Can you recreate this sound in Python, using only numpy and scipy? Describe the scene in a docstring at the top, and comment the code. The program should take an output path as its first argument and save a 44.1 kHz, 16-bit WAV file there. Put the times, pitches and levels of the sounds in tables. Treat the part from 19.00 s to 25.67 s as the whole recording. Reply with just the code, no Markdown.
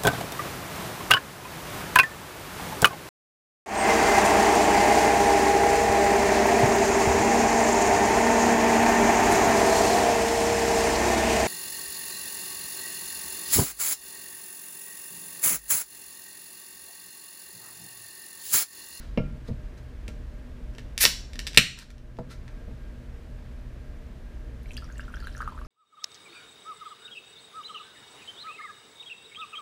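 """A machine hums in a room as a drink can is set down: the table top thuds and a glass on it clinks.
The tab ticks, gas hisses through the broken seal, and the lid tears and snaps, ringing the metal.
After the loud snaps, gain control lowers the room noise, which then slowly recovers.
Last, the drink is poured into the shallow glass: trapped air pockets resonate as gurgles,
and small bubbles pop and fizz."""
import sys
import numpy as np
from scipy import signal
from scipy.fft import rfft, irfft
from scipy.io import wavfile
from scipy.ndimage import uniform_filter1d

SR = 44100
rng = np.random.default_rng(int(sys.argv[2]) if len(sys.argv) > 2 else 0)


def log_audio(samples):
    """Write samples as a 16-bit WAV file to the path given in sys.argv[1]."""
    # one column per channel
    frames = np.atleast_2d(samples).T
    # limit to full scale, then quantise
    limited = np.clip(frames, -1, 1)
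    pcm = np.round(limited * 32767).astype(np.int16)
    wavfile.write(sys.argv[1], SR, pcm)


N = 294147

# ticks and snaps of tab and lid: (time [s], crack peak [dB], tilt [dB/octave], ring re crack [dB])
SNAPS = [(1.08, -33.5, 2, -11), (1.738, -53, 1.5, -3), (1.75, -43.5, -1.5, -2.5), (1.783, -32, -4, -10),
         (1.795, -44.5, 1.5, 2), (1.978, -11.5, 3.5, -13), (2.0393, -13.5, -3, -0.5),
         (2.052, 1.5, -1, -1.2), (2.059, -15.5, 2, -3), (2.333, -32.5, -0.5, -6.5), (2.356, -34, -2, -2),
         (2.3914, -19.5, 0.5, 0.5), (2.468, -24, 2, 3.5), (2.473, -20, 0.5, -6), (2.532, -34.5, -0.5, -0.2),
         (2.546, -24.5, -1.2, -2.5), (2.562, -26.5, 2, -1), (2.5737, 12, -0.3, -3.5),
         (2.7884, -24.5, 3, -12), (2.9034, -33, 0, -14), (2.912, -50, 7, -8), (2.981, -45.5, 0, 0),
         (3.169, -50.5, -1.5, 2.5), (3.479, -38, -4.5, -9)]
# the metal giving way: (frequency [Hz], spectral level [dB])
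CRACK_SPECTRUM = [(100, -23.5), (400, -10), (1100, -19.5), (1800, 1.5), (3000, -2), (5500, -4.5),
                  (6700, -10), (7800, -9), (9500, -13.5), (15500, -25)]
# lid and wall of the can: (frequency [Hz], level [dB], t60 [s])
CAN_MODES = [(550.8, -17.5, 0.018), (1014, -16, .015), (1380, -12, 0.01), (1820, -2.5, 0.011),
             (2370, -5.5, 0.008), (2650, -3, .008), (3032, -3, 0.014), (3480, -3.5, .009),
             (3847, -1, 0.009), (4150, -3.5, .009), (4800, -4, 0.014), (5460, 2, 0.008), (5800, -7, .008),
             (7500, -8.5, 0.007)]


def lid_snaps():
    """Impulsive excitation: yielding metal gives a crack of noise and sets the can's modes ringing."""
    out = np.zeros(N)
    for time, db, tilt_db, ring_db in SNAPS:
        crack = burst(CRACK_SPECTRUM, tilt_db, pivot_hz=3000, t60=0.018, rise=0.00036)
        metal = ring(CAN_MODES, tilt_db, pivot_hz=3000, t60_scale=1.1, spread_db=1.8, rise=0.0004)
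        add(out, time, amp(db) * crack)
        add(out, time, amp(db + ring_db) * metal)
    return out


# a leak, the rush and a last puff: (time [s], rise [s], hold [s], fall [s], level [dB])
GAS_PUFFS = [(1.983, .008, .014, .01, -39), (1.999, 0.01, .031, .03, -18), (2.052, .008, .004, .07, -28.5)]
# the gas jet: (frequency [Hz], spectral level [dB])
JET_SPECTRUM = [(120, -41), (200, -28), (827, -21.5), (1210, -16), (1840, -5.5), (2290, -3.5), (3300, -8),
                (5000, -4), (6800, -6), (8350, -9), (9310, -4.5), (15500, -8.5)]


def gas_hiss():
    """Turbulent jet noise: gas under pressure escapes through the seal."""
    jet = np.zeros(N)
    for time, *envelope in GAS_PUFFS:
        add(jet, time, stroke(*envelope, JET_SPECTRUM))
    sputter_db = 0.51 * unit_rms(uniform_filter1d(rng.standard_normal(N), size=60))
    return jet * amp(sputter_db)  # foam chokes the jet


# large air pockets dragged under by the stream: (time [s], level [dB], frequency [Hz])
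GLUGS = [(5.658, -40, 2200), (5.7078, -31, 2484), (5.7678, -29.5, 2730), (5.7795, -33, 1660),
         (5.8225, -37, 1300), (5.8425, -41, 1190), (5.889, -41, 1410), (5.901, -35.5, 1550),
         (5.9952, -25.5, 1564), (6.0806, -34, 1370), (6.1397, -27.5, 1453), (6.1694, -31.5, 1550),
         (6.2038, -37, 1610), (6.2248, -35.5, 1350), (6.2417, -35, 1360), (6.2706, -25.5, 1550),
         (6.35, -32, 1630), (6.3707, -35, 1380), (6.3903, -36, 1460), (6.4043, -22.5, 1206),
         (6.4092, -25.5, 1454), (6.4197, -25.5, 1560), (6.4266, -28, 1230), (6.457, -35, 1310),
         (6.476, -19.5, 1188), (6.5222, -36.5, 980), (6.547, -38.5, 997), (6.577, -31.5, 1230),
         (6.5883, -37, 1480), (6.6144, -34, 1120), (6.6493, -41.5, 1210)]
BABBLE_START_S, BABBLE_DB, BABBLE_HZ, SINK_HZ_PER_S = 5.8, -47.5, 1550, 300


def gurgles():
    """Bubble resonance: each trapped air pocket pulsates as a spring against the mass of the liquid."""
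    out = np.zeros(N)
    # faint pockets between the large ones, deeper as the glass fills
    when, loudness, pitch = rng.random((40, 3)).T
    elapsed = when * (N / SR - BABBLE_START_S)
    babble_db = BABBLE_DB + 12 * (loudness - 0.5)
    babble_hz = (BABBLE_HZ - SINK_HZ_PER_S * elapsed) * (1 + 0.42 * (pitch - 0.5))
    for time, db, hz in [*GLUGS, *zip(BABBLE_START_S + elapsed, babble_db, babble_hz)]:
        add(out, time, amp(db) * bubble(hz, t60=31 / hz, glide=0.094))
        split_pocket = bubble(hz * rng.uniform(1.9, 2.44), t60=0.0078, glide=0.1)
        add(out, time, amp(db - 23) * split_pocket)
        spray = burst(FILM_SPECTRUM, tilt_db=-2.8, pivot_hz=6000, t60=0.053, rise=0.0019)
        add(out, time, amp(db - 29) * spray)
    return out


# the clearest bursting bubbles: (time [s], level [dB], frequency [Hz], click re tone [dB])
POPS = [(5.6325, -49, 10940, -4), (5.717, -48, 2940, 5), (5.7343, -45, 6830, 0), (5.742, -41, 5800, -11),
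        (5.769, -33, 3130, 3), (5.7756, -28.5, 4600, -16), (5.843, -42, 5340, -6), (5.924, -44.5, 6340, -4),
        (5.9809, -40.5, 7300, 0), (6.005, -40, 2710, -7), (6.0094, -46, 4760, -5),
        (6.1442, -40.5, 3070, -3), (6.1574, -43, 5400, -6), (6.2027, -43, 4320, -4), (6.271, -38, 3820, 2),
        (6.3255, -49, 5140, -5), (6.3663, -39.5, 5550, -7), (6.379, -41.5, 6440, 3),
        (6.4182, -44.5, 4530, 6), (6.649, -47, 5000, -9)]
# a bubble's film tearing: (frequency [Hz], spectral level [dB])
FILM_SPECTRUM = [(1500, -20), (3000, 3), (6000, -6), (10000, 2), (15500, -15)]


def pops():
    """Film rupture and cavity resonance: a bursting bubble clicks, then rings briefly."""
    out = np.zeros(N)
    for time, db, hz, click_db in POPS:
        add(out, time, amp(db) * bubble(hz, t60=67 / hz, glide=0.2))
        click = burst(FILM_SPECTRUM, tilt_db=0, pivot_hz=6000, t60=0.0049, rise=0.00012)
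        add(out, time, amp(db + click_db) * click)
    return out


# the fizz following the flow: (time [s], level [dB])
FIZZ_LEVELS = [(5.552, -83), (5.72, -62), (5.87, -68), (6.0, -67.5), (6.3, -59.5), (6.45, -67.5),
               (6.67, -66)]
FIZZ_POPS_PER_S = 800


def fizz():
    """Shot noise: tiny independent pops of 16 pitches add up to a crackle."""
    strength = amp(4.5 * np.minimum(rng.exponential(1, N), 3.5))
    impulses = strength * (rng.random(N) < FIZZ_POPS_PER_S / SR)
    pitch_index = rng.integers(0, 16, N)
    crowd = np.zeros(N)
    for k, hz in enumerate(np.geomspace(2400, 14500, 16)):
        pop = amp(-1.5 * np.log2(hz / 5000)) * bubble(hz, t60=50 / hz, glide=0.1513)
        crowd += signal.oaconvolve(impulses * (pitch_index == k), pop)[:N]
    times, db = np.transpose(FIZZ_LEVELS)
    return unit_rms(crowd) * amp(np.interp(np.arange(N) / SR, times, db, left=-120))


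# hand and can striking the table: (time [s], ring peak [dB], tilt [dB/octave], t60 scale [ratio])
THUDS = [(.175, -12.5, 0.3, 0.63), (.196, -20, -7.5, .6), (.486, -25.5, -1, 0.45), (.504, -25, -8, 0.85),
         (1.082, -31.5, -2.5, 0.35), (2.051, -29, -0.5, 0.73), (2.573, -13.5, -3, 0.6),
         (3.187, -22.5, 2.5, 0.59), (3.677, -33.5, -1, 0.72), (3.711, -36, -4.5, 0.9)]
# contact noise of a knock: (frequency [Hz], spectral level [dB])
CONTACT_SPECTRUM = [(60, -12.5), (130, -1), (300, 0.7), (800, -10), (1500, -22.5), (2400, -34.5),
                    (6000, -46.5), (12000, -63)]
# the table top: (frequency [Hz], level [dB], t60 [s])
TABLE_MODES = [(79.5, -2, 0.075), (137, -0.1, .14), (189, -3.5, 0.24), (233, 0, 0.14), (326, -6, 0.05),
               (428, -3, 0.05), (498.8, -5.5, 0.099), (625, -5.5, 0.11), (818, -9, 0.043),
               (1320, -19.5, 0.04)]


def table_thuds():
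    """Plate vibration: an impact and one rebound excite the low modes of the table top."""
    out = np.zeros(N)
    for time, db, tilt_db, t60_scale in THUDS:
        contact = burst(CONTACT_SPECTRUM, tilt_db, pivot_hz=300, t60=0.06 * t60_scale, rise=0.001)
        blow = ring(TABLE_MODES, tilt_db, 300, t60_scale, spread_db=1, rise=0.0039)
        rebound = ring(TABLE_MODES, tilt_db - 5, 300, t60_scale, spread_db=0.54, rise=0.0041)
        add(out, time, amp(db - 5.5) * contact)
        add(out, time, amp(db) * blow)
        add(out, time + 0.014, amp(db - 4.5) * rebound)
    return out


# jolts that reach the glass: (time [s], peak [dB], t60 scale [ratio])
CLINKS = [(.175, -24.5, 1.1), (1.08, -35, 0.56), (2.903, -41, .4), (3.479, -47, 0.38)]
# the glass on the table: (frequency [Hz], level [dB], t60 [s])
GLASS_MODES = [(1380, -15, 0.32), (2180, -3, 0.042), (2376, -2, 0.052), (2750, 7, 0.011),
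               (4650, -14.5, 0.021), (5410, -16, .03)]


def glass_clinks():
    """Free vibration: the jolted glass rings at its natural frequencies."""
    out = np.zeros(N)
    for time, db, t60_scale in CLINKS:
        add(out, time, amp(db) * ring(GLASS_MODES, 0, 2000, t60_scale, spread_db=0.8, rise=0.00035))
    return out


# hand movements: (time [s], rise [s], hold [s], fall [s], level [dB])
BRUSHES = [(0, 0.002, .03, .2, -58), (0.433, 0.052, .002, 0.01, -52), (0.759, 0.019, .002, 0.034, -56.5),
           (2.771, .004, 0.057, 0.021, -46.5), (3.282, 0.028, 0.0066, 0.059, -46)]
# skin and sleeve rubbing: (frequency [Hz], spectral level [dB])
BRUSH_SPECTRUM = [(350, -43), (600, -49), (915, -7), (1470, 0.5), (2790, -9), (3980, -4), (15500, -27.5)]


def hand_brushes():
    """Friction noise: sliding skin and sleeve make short, soft swishes."""
    out = np.zeros(N)
    for time, *envelope in BRUSHES:
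        add(out, time, stroke(*envelope, BRUSH_SPECTRUM))
    return out


# steady room noise: (frequency [Hz], spectral level [dB])
AIR_SPECTRUM = [(12, -28.5), (20, -3), (42, 0), (74, -4.5), (95, -19), (122, -12.5), (153, -20),
                (245, -20.5), (393, -27), (597, -29), (788, -36), (1450, -38), (1630, -36), (2150, -40),
                (15500, -62.5)]
# lines of the machine's hum: (frequency [Hz], width [Hz], level [dB])
HUM_LINES = [(37.7, 10, -46.5), (59.03, 10, -47.5), (119.17, 5.8, -53), (241.3, 11, -56.5), (465, 8, -68),
             (608.8, 10, -65.5), (1610, 11, -71.5)]


def room_hum():
    """Stationary noise: a machine's narrow spectral lines stand on a broadband floor."""
    out = amp(-40) * noise(AIR_SPECTRUM, N)
    hz = np.fft.rfftfreq(N, 1 / SR)
    for line_hz, width_hz, db in HUM_LINES:
        line_shape = 1 / (1 + (2 * (hz - line_hz) / width_hz) ** 2)
        out += amp(db) * unit_rms(irfft(rfft(rng.standard_normal(N)) * line_shape, N))
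    return out


# reverberation time: (frequency [Hz], t60 [s])
ROOM_T60 = [(100, 0.84), (400, 0.23), (1200, 0.32), (3000, 0.36), (7000, 0.41), (10000, 0.27),
            (15000, 0.24)]
# reflections from table and walls: (delay [s], level [dB])
ECHOES = [(.0022, -13), (.0045, -11), (.0088, -8), (0.011, -13.5), (0.017, -14), (.023, -17)]


def room(sound, echo_db, tail_db):
    """Reverberation: direct sound, early reflections and a diffuse tail, each band at its own decay."""
    taps = np.zeros(SR // 2)
    slots = np.arange(300, SR // 2 - 20, 20)
    taps[slots + rng.integers(0, 20, len(slots))] = rng.choice([-1., 1.], len(slots))
    hz, t, bands = signal.stft(taps, SR, nperseg=256)
    decay = amp(-60 * t / value_at(ROOM_T60, hz)[:, None])
    tail = signal.istft(bands * decay, SR, nperseg=256)[1]
    response = amp(tail_db) * tail / np.linalg.norm(tail)
    response[0] = 1  # direct sound
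    for delay, db in ECHOES:
        add(response, delay, amp([db + echo_db]))
    return signal.fftconvolve(sound, response)[:N]


def ring(modes, tilt_db, pivot_hz, t60_scale, spread_db, rise):
    """Modal superposition: each blow lands elsewhere and shares its energy differently among modes."""
    hz, db, t60 = np.transpose(modes)[:, :, None]
    t = np.arange(SR // 4) / SR
    share, detune, phase = rng.standard_normal((3, len(modes), 1))
    db = db + tilt_db * np.log2(hz / pivot_hz) + spread_db * share
    envelopes = amp(db - 60 * t / (t60 * t60_scale))
    tones = np.sin(2 * np.pi * hz * (1 + 0.00974 * detune) * t + phase)
    out = np.sum(envelopes * tones, axis=0) * np.minimum(t / rise, 1)
    return out / abs(out).max()


def bubble(hz, t60, glide):
    """Damped oscillator: a dying sine whose pitch rises as the bubble nears the surface."""
    t = np.arange(round(t60 * SR)) / SR
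    envelope = amp(-60 * t / t60) * np.minimum(t * hz / 1.3, 1)
    return envelope * np.sin(2 * np.pi * hz * (t + glide * t ** 2 / t60))


def burst(spectrum, tilt_db, pivot_hz, t60, rise):
    """Broadband transient: the phases of a puff dying in t60, under a smooth spectrum, damped further."""
    t, hz = np.arange(2048) / SR, np.fft.rfftfreq(2048, 1 / SR)
    puff = rfft(rng.standard_normal(2048) * amp(-60 * t / t60))
    colour = amp(value_at(spectrum, hz) + tilt_db * np.log2((hz + 50) / pivot_hz))
    envelope = amp(-20 * t / t60) * np.minimum(t / rise, 1)
    fade = np.cos(np.pi / 2 * t / t[-1]) ** 2
    out = irfft(colour * puff / abs(puff)) * envelope * fade
    return out / abs(out).max()


def stroke(rise, hold, fall, db, spectrum):
    """Amplitude envelope: coloured noise rises by 28 dB, holds and falls again."""
    t = np.arange(0, rise + hold + fall, 1 / SR)
    shape_db = np.interp(t, [0, rise, rise + hold, rise + hold + fall], [-28, 0, 0, -28])
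    return amp(db + shape_db) * noise(spectrum, len(t))


def noise(spectrum, size):
    """Spectral shaping: white noise coloured by a spectrum, at rms 1."""
    hz = np.fft.rfftfreq(size, 1 / SR)
    return unit_rms(irfft(rfft(rng.standard_normal(size)) * amp(value_at(spectrum, hz)), size))


def value_at(points, hz):
    """Interpolation of a table on a log-frequency axis."""
    point_hz, values = np.transpose(points)
    return np.interp(np.log(hz + 1), np.log(point_hz + 1), values)


def amp(db):
    """Amplitude ratio of a level in dB."""
    return 10 ** (np.asarray(db) / 20)


def unit_rms(x):
    """Normalisation to rms 1."""
    return x / np.sqrt(np.mean(x ** 2) + 1e-20)


def add(mix, time, sound):
    """Superposition: mixes a sound in at a time in seconds."""
    part = mix[round(time * SR):][:len(sound)]
    part += sound[:len(part)]


def scene():
    """Superposition in one room; knocks come mostly through the table and sound drier than the can."""
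    can = room(lid_snaps() + gas_hiss(), echo_db=-1.7, tail_db=-8)
    handling = room(glass_clinks() + table_thuds() + hand_brushes(), echo_db=-1.5, tail_db=-10)
    pour = room(gurgles() + pops() + fizz(), echo_db=-3, tail_db=-12.5)
    return (can + handling + pour + room_hum())[None]


def record(dry):
    """Compression: gain falls fast and recovers slowly; overload clips; the top octave rolls off."""
    threshold_db, cut_db_per_db = -15.5, 0.56
    power_db = 10 * np.log10(abs(uniform_filter1d(dry[0] ** 2, size=400)) + 1e-12)
    release_db = 17 * np.arange(N) / SR  # a held peak sinks 17 dB a second
    held_db = np.maximum.accumulate(power_db + release_db) - release_db
    excess_db = np.maximum(held_db - threshold_db, 0)
    smoothed_db = signal.lfilter([1 / 900], [1, 1 / 900 - 1], excess_db)  # 20 ms attack
    clipped = np.clip(dry / amp(cut_db_per_db * smoothed_db), -0.93, 0.93)
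    treble_shelf = 0.04 * signal.unit_impulse(301, "mid") + 0.96 * signal.firwin(301, 15350, fs=SR)
    lowpass = signal.firwin(511, 16064, window=("kaiser", 9), fs=SR)
    return signal.oaconvolve(clipped, np.convolve(treble_shelf, lowpass)[None], "same")


dry = scene()
out = record(dry)
log_audio(out)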